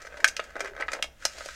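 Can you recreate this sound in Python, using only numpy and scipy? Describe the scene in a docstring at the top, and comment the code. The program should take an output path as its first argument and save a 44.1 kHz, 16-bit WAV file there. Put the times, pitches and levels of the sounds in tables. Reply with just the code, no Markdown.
"""A thin clear plastic tray is bent and pulled close to a microphone in a small quiet room.
From the start, dents snap through and ring the tray's modes, the strongest at a quarter second.
Between snaps the sheet creaks in dense tiny slips; after half a second a low rub drones and glides.
The snaps thin out over the last half second. Each sound leaves a room tail, modelled as decaying noise.
Rumble, a low wavering hum and microphone hiss lie underneath throughout."""
import sys
import numpy as np
from scipy import signal
from scipy.fft import rfft, irfft
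from scipy.io import wavfile

SR = 44100
rng = np.random.default_rng(int(sys.argv[2]) if len(sys.argv) > 2 else 0)


def to_wav(s):
    """Save 16-bit WAV."""
    ch = np.atleast_2d(s).T  # columns
    pcm = np.round(np.clip(ch, -1, 1) * 32767)  # PCM
    wavfile.write(sys.argv[1], SR, pcm.astype(np.int16))


def linear_from_db(decibels):
    """Turn decibels (scalar or array-like) into linear amplitude factors; 0 gives 1."""
    return 10 ** (np.asarray(decibels, float) / 20)


N = 68355  # samples, 1.55 s

# Dents snapping through. Each row: start in seconds (plus the short delay below), peak of the body ring in dB,
# then hollow ring, upper ring and bright crack in dB over their first 10 ms against that peak.
SNAP_EVENTS = [(0.0014, -53, -38, -15, -18), (0.0184, -46, -14, -22, -2), (0.0224, -42, -10.5, -17, -9),
               (0.0483, -34.5, -15, -39, -20.5), (0.0574, -43, -31, -17, -11),
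               (0.0672, -31.5, -17, -16, -18), (0.1231, -45, -7, -8.5, -22), (0.1416, -35, -11, -35, -25),
               (0.17, -33, -14, -12.5, -18.5), (0.2019, -29, -24, -18, -19.5),
               (0.2433, -2.5, -30, -12.5, -17), (0.2764, -33, -51, -13, 5), (0.2844, -40.5, -31, 7, 9.5),
               (0.3654, -29.5, -22.5, -2, -2.5), (0.3935, -18.5, -10.5, -16.5, -31),
               (0.3974, -33, -5.5, 1.5, -13), (0.4384, -38, -22, -16, -12.5),
               (0.5033, -39.5, -13.5, -14, -17.5), (0.5544, -29, -7, -17, -29),
               (0.5641, -24.5, -10.5, -43, -28), (0.5931, -33.5, -12, -15, -15),
               (0.6045, -19.5, -12.5, -9.5, -14.5), (0.6454, -31, -11.5, -15, -14.5),
               (0.6564, -25.5, -21.5, -29, -22.5), (0.6724, -36, -16, -20, -17),
               (0.7332, -36.5, -13, -25, -38), (0.7502, -37, -15, -19.5, -26),
               (0.7637, -32.5, -9.5, -15, -25), (0.7766, -32.5, -10, -23, -32),
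               (0.787, -40.5, -7, -26, -19), (0.7991, -27, -11, -16, -28), (0.8074, -26.5, -18, -23, -16.5),
               (0.823, -19, -30, -35, -48), (0.8324, -29, -19, -35, -44),
               (0.8819, -17.5, -25.5, -15.5, -42.5), (0.9173, -28, -14.5, -9, -11.5),
               (0.9316, -21, -10.5, -11, -12), (0.9474, -31, -16, -24, -19),
               (0.9654, -34.5, -12, -31.5, -46), (0.9862, -49.5, 7, -1.5, -33),
               (1.0246, -22.5, -23, 0, -5.5), (1.0404, -35, -3, -3, -8), (1.2516, -19.5, -9.5, -9, 0.5),
               (1.2814, -46.5, -32, -2, -24), (1.3828, -37.5, -8, -10.5, -5.5),
               (1.4067, -30.5, -9, -28, -35), (1.4576, -36, -2.5, -8, -3.5),
               (1.4855, -27.5, -21, -16.5, -18.5)]
# Tray modes in three families, low to high. Each row: pitch in Hz, relative level in dB, t60 in seconds.
HOLLOW_MODES = [(361, -10, 0.082), (490, -18.5, 0.033), (564, 23.5, 0.015), (604.8, 22.5, 0.019),
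                (720, 20.5, 0.01)]
BODY_MODES = [(1339, -5.5, 0.033), (1384, -4, 0.0074), (1573.6, 13, 0.0088), (1690, -8.5, 0.0058),
              (1858, 5.5, 0.01)]
UPPER_MODES = [(2172, 7, 0.049), (2450, 21, 0.011), (2706, 22, 0.0057), (3184, 13, 0.012),
               (3570, 5.5, 0.016)]
# Colour of the bright crack. Each row: frequency in Hz, relative density in dB per Hz.
CRACK_COLOUR = [(2120, -13), (3600, -11.5), (4260, 0), (6390, 2), (7200, -3.5), (8900, -9.5),
                (14400, -25.5), (16000, -40)]


def snaps():
    """Each snap is a quick cluster of slips that rings three mode families and sets off a bright crack."""
    delay_s, burst_s, slip_count = 0.0005, 0.003, 14
    longer_per_db = 0.025  # share of burst length added per dB below full scale: softer snaps drag on
    afterslip_db = -8  # later slips against the first, in a full-scale snap
    cleaner_per_db = 0.4  # dB the later slips grow for each dB a snap is softer
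    size = 4096
    out = np.zeros(N + 8192)
    for start_s, db, hollow_db, upper_db, crack_db in SNAP_EVENTS:
        chance = rng.standard_normal(64 + size)  # slip sizes, three strikes on the modes, crack noise
        mean_lag_s = burst_s * (1 - longer_per_db * db)
        lags = np.r_[0, mean_lag_s * rng.exponential(size=slip_count)]
        later = linear_from_db(afterslip_db - cleaner_per_db * db) * chance[:slip_count]
        slip_sizes = np.r_[1, later * np.exp(-lags[1:] / mean_lag_s)]
        burst = np.zeros(size)
        np.add.at(burst, np.minimum(lags * SR, 1023).astype(int), slip_sizes)

        hollow, body, upper = (signal.fftconvolve(ring(modes, chance[k:k + 16]), burst)[:size]
                               for modes, k in ((HOLLOW_MODES, 16), (BODY_MODES, 32), (UPPER_MODES, 48)))
        bright = crack(burst, chance[64:], CRACK_COLOUR)
        snap = body / np.abs(body).max()
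        for part, part_db in ((hollow, hollow_db), (upper, upper_db), (bright, crack_db)):
            early_peak = np.sqrt(2 * np.mean(part[:SR // 100] ** 2))  # peak of a sine of equal power
            snap = snap + part / early_peak * linear_from_db(part_db)
        i = int((start_s + delay_s) * SR)
        out[i:i + size] += snap * linear_from_db(db)
    return out[:N]


def ring(modes, chance, size=4096):
    """Impulse response of a mode family; where the sheet is struck shifts levels and pitches."""
    scatter_db, detune, rise_s = 2, 0.015, 0.00033  # spread of levels, spread of pitches as a share, onset
    low_edge = 0.85  # a thin sheet radiates little below this share of the family's lowest mode
    hz, db, t60 = np.array(modes, float).T[:, :, None]
    level_chance, pitch_chance = chance[:len(modes), None], chance[8:8 + len(modes), None]
    t = np.arange(size) / SR
    envelopes = linear_from_db(db + scatter_db * level_chance - 60 * t / t60)
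    tones = np.sin(2 * np.pi * hz * (1 + detune * pitch_chance) * t)
    response = (envelopes * tones).sum(0) * (1 - np.exp(-t / rise_s))
    high_pass = signal.butter(4, low_edge * hz.min(), "high", fs=SR, output="sos")
    return signal.sosfilt(high_pass, response)


def crack(slips, noise, table):
    """Countless high modes together: every slip sets off a bright noise that dies fast."""
    t60_s, low_edge_hz = 0.02, 1800
    fade = linear_from_db(-120 * np.arange(2048) / SR / t60_s)  # fade of power, so twice the dB
    power = np.maximum(signal.fftconvolve(slips ** 2, fade / fade.sum())[:len(noise)], 0)
    high_pass = signal.butter(3, low_edge_hz, "high", fs=SR, output="sos")
    return signal.sosfilt(high_pass, unit(colour(noise, table)) * np.sqrt(power))


# Creak under the hands. Each row: time in seconds, level in dB, then hollow ring and bright rustle
# in dB against that level.
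CREAK_PATH = [(0, -48.5, -10.5, -9.5), (.09, -60, 6.5, -4.5), (.11, -52, -3.5, -12), (0.228, -56, 11, -2),
              (.33, -56.5, 0, -47), (.44, -53, -2, 1), (.47, -54.5, -1, -9), (.54, -58, -1, -9.5),
              (.57, -49.5, 0.5, -18), (0.678, -42.5, -4, -13), (0.719, -60, 3, -7), (.78, -57, 2, -24),
              (.81, -37.5, 0.5, -15), (.845, -56.5, 8.5, -12), (0.868, -67.5, 14, 7),
              (0.948, -42.5, 1, -8.5), (1.01, -57, 4, -10.5), (1.091, -74, 16, -6), (1.17, -69.5, -3, -2),
              (1.228, -50.5, -6.5, 0.5), (1.33, -53.5, -5, 3), (1.401, -50, -0.5, 3),
              (1.55, -52.5, -12.5, 3)]
# Colour of the fine rustle in the creak. Each row: frequency in Hz, relative density in dB per Hz.
RUSTLE_COLOUR = [(3500, -3.5), (5000, -4), (7000, -3.5), (9000, -14), (16000, -31.5)]


def creak():
    """Dense stick-slip ticks of very uneven size ring the same tray."""
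    ticks_per_s, spread_db, upper_db = 2700, 2.5, -9
    t = np.arange(N) / SR
    times, *paths = np.array(CREAK_PATH, float).T
    level_db, hollow_db, bright_db = (np.interp(t, times, path) for path in paths)

    def ticks(db):
        """Random signed slips following the creak level."""
        when, sign, size = rng.random((3, N))
        slips = np.sign(sign - 0.5) * linear_from_db(-spread_db * np.log(size + 1e-4))
        return unit((when < ticks_per_s / SR) * slips) * linear_from_db(level_db + db)

    out = crack(ticks(bright_db), rng.standard_normal(N), RUSTLE_COLOUR)
    for modes, db in ((HOLLOW_MODES, hollow_db), (BODY_MODES, 0), (UPPER_MODES, upper_db)):
        response = ring(modes, np.zeros(16))  # no scatter: the nominal modes
        response = response / np.sqrt(np.sum(response ** 2))
        out = out + signal.fftconvolve(ticks(db), response)[:N]
    return out


# Low rub against the tray wall. 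Each row: time in seconds, pitch in Hz, level in dB.
RUB_PATH = [(.55, 440, -50), (0.602, 371, -49.5), (0.661, 404.3, -43.5), (.72, 393, -48.5),
            (0.801, 422.6, -75), (.86, 452, -44)]


def rub():
    """Narrow rough drone of rubbing whose pitch and level glide."""
    width_hz, fade_s = 35, 0.017
    t = np.arange(N) / SR
    times, hz, db = np.array(RUB_PATH, float).T
    fade = np.clip(np.minimum(t - times[0], times[-1] - t) / fade_s, 0, 1)
    phase = 2 * np.pi * np.cumsum(np.interp(t, times, hz)) / SR
    return waver(width_hz, phase) * linear_from_db(np.interp(t, times, db)) * fade


def waver(width_hz, phase):
    """A tone whose size and phase wander within a bandwidth."""
    low_pass = signal.butter(2, width_hz / 2, fs=SR, output="sos")
    # the first half is dropped so that the filter has settled
    a, b = (unit(signal.sosfilt(low_pass, rng.standard_normal(2 * N))[N:]) for _ in range(2))
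    return a * np.cos(phase) + b * np.sin(phase)


def room(x):
    """Near surfaces answer quickly, the walls linger faintly: two decays of noise after a short gap."""
    gap_s = 0.0026
    early_t60_s, early_db = 0.11, -9.5
    late_t60_s, late_db = 0.75, -28
    t = np.arange(SR // 2) / SR
    shape = np.zeros(len(t))
    for t60_s, db in ((early_t60_s, early_db), (late_t60_s, late_db)):
        decay = linear_from_db(-60 * t / t60_s) * (t > gap_s)
        shape += linear_from_db(db) * decay / np.sqrt(np.sum(decay ** 2))
    return x + signal.fftconvolve(x, shape * rng.standard_normal(len(t)))[:N]


# Colour of rumble and hiss. Each row: frequency in Hz, relative density in dB per Hz.
FLOOR_COLOUR = [(6, -1.5), (25, -1.5), (45, -12), (75, -17), (140, -17.5), (250, -18), (600, -40.5),
                (1500, -28), (4000, -41), (10000, -42), (16000, -44)]


def background():
    """Rumble and hiss are one coloured noise, with a wavering hum beside it."""
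    floor_db = -57
    hum_hz, hum_db, hum_width_hz = 60, -60, 10
    hum = waver(hum_width_hz, 2 * np.pi * hum_hz * np.arange(N) / SR) * linear_from_db(hum_db)
    floor = unit(colour(rng.standard_normal(N), FLOOR_COLOUR)) * linear_from_db(floor_db)
    return floor + hum


def unit(x):
    """Scale to rms 1."""
    return x / np.sqrt(np.mean(x ** 2))


def colour(x, table):
    """Filter by (Hz, dB) points, joined along log frequency."""
    hz, db = np.array(table, float).T
    f = np.maximum(np.arange(len(x) // 2 + 1) * SR / len(x), 1)
    gain = linear_from_db(np.interp(np.log(f), np.log(hz), db))
    return irfft(rfft(x) * gain, len(x))


def scene():
    """Tray in the room over the background."""
    tray = snaps() + creak() + rub()
    return (room(tray) + background())[None]


def roll_off(x):
    """The treble ends steeply here."""
    return signal.sosfilt(signal.butter(12, 16660, fs=SR, output="sos"), x)


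def record(dry):
    """The recorder cuts the top and stops at full scale."""
    top_hz = 16000
    low_pass = signal.butter(6, top_hz, fs=SR, output="sos")
    mix = np.clip(signal.sosfilt(low_pass, dry), -1, 1)
    return roll_off(mix)


dry = scene()
out = record(dry)
to_wav(out)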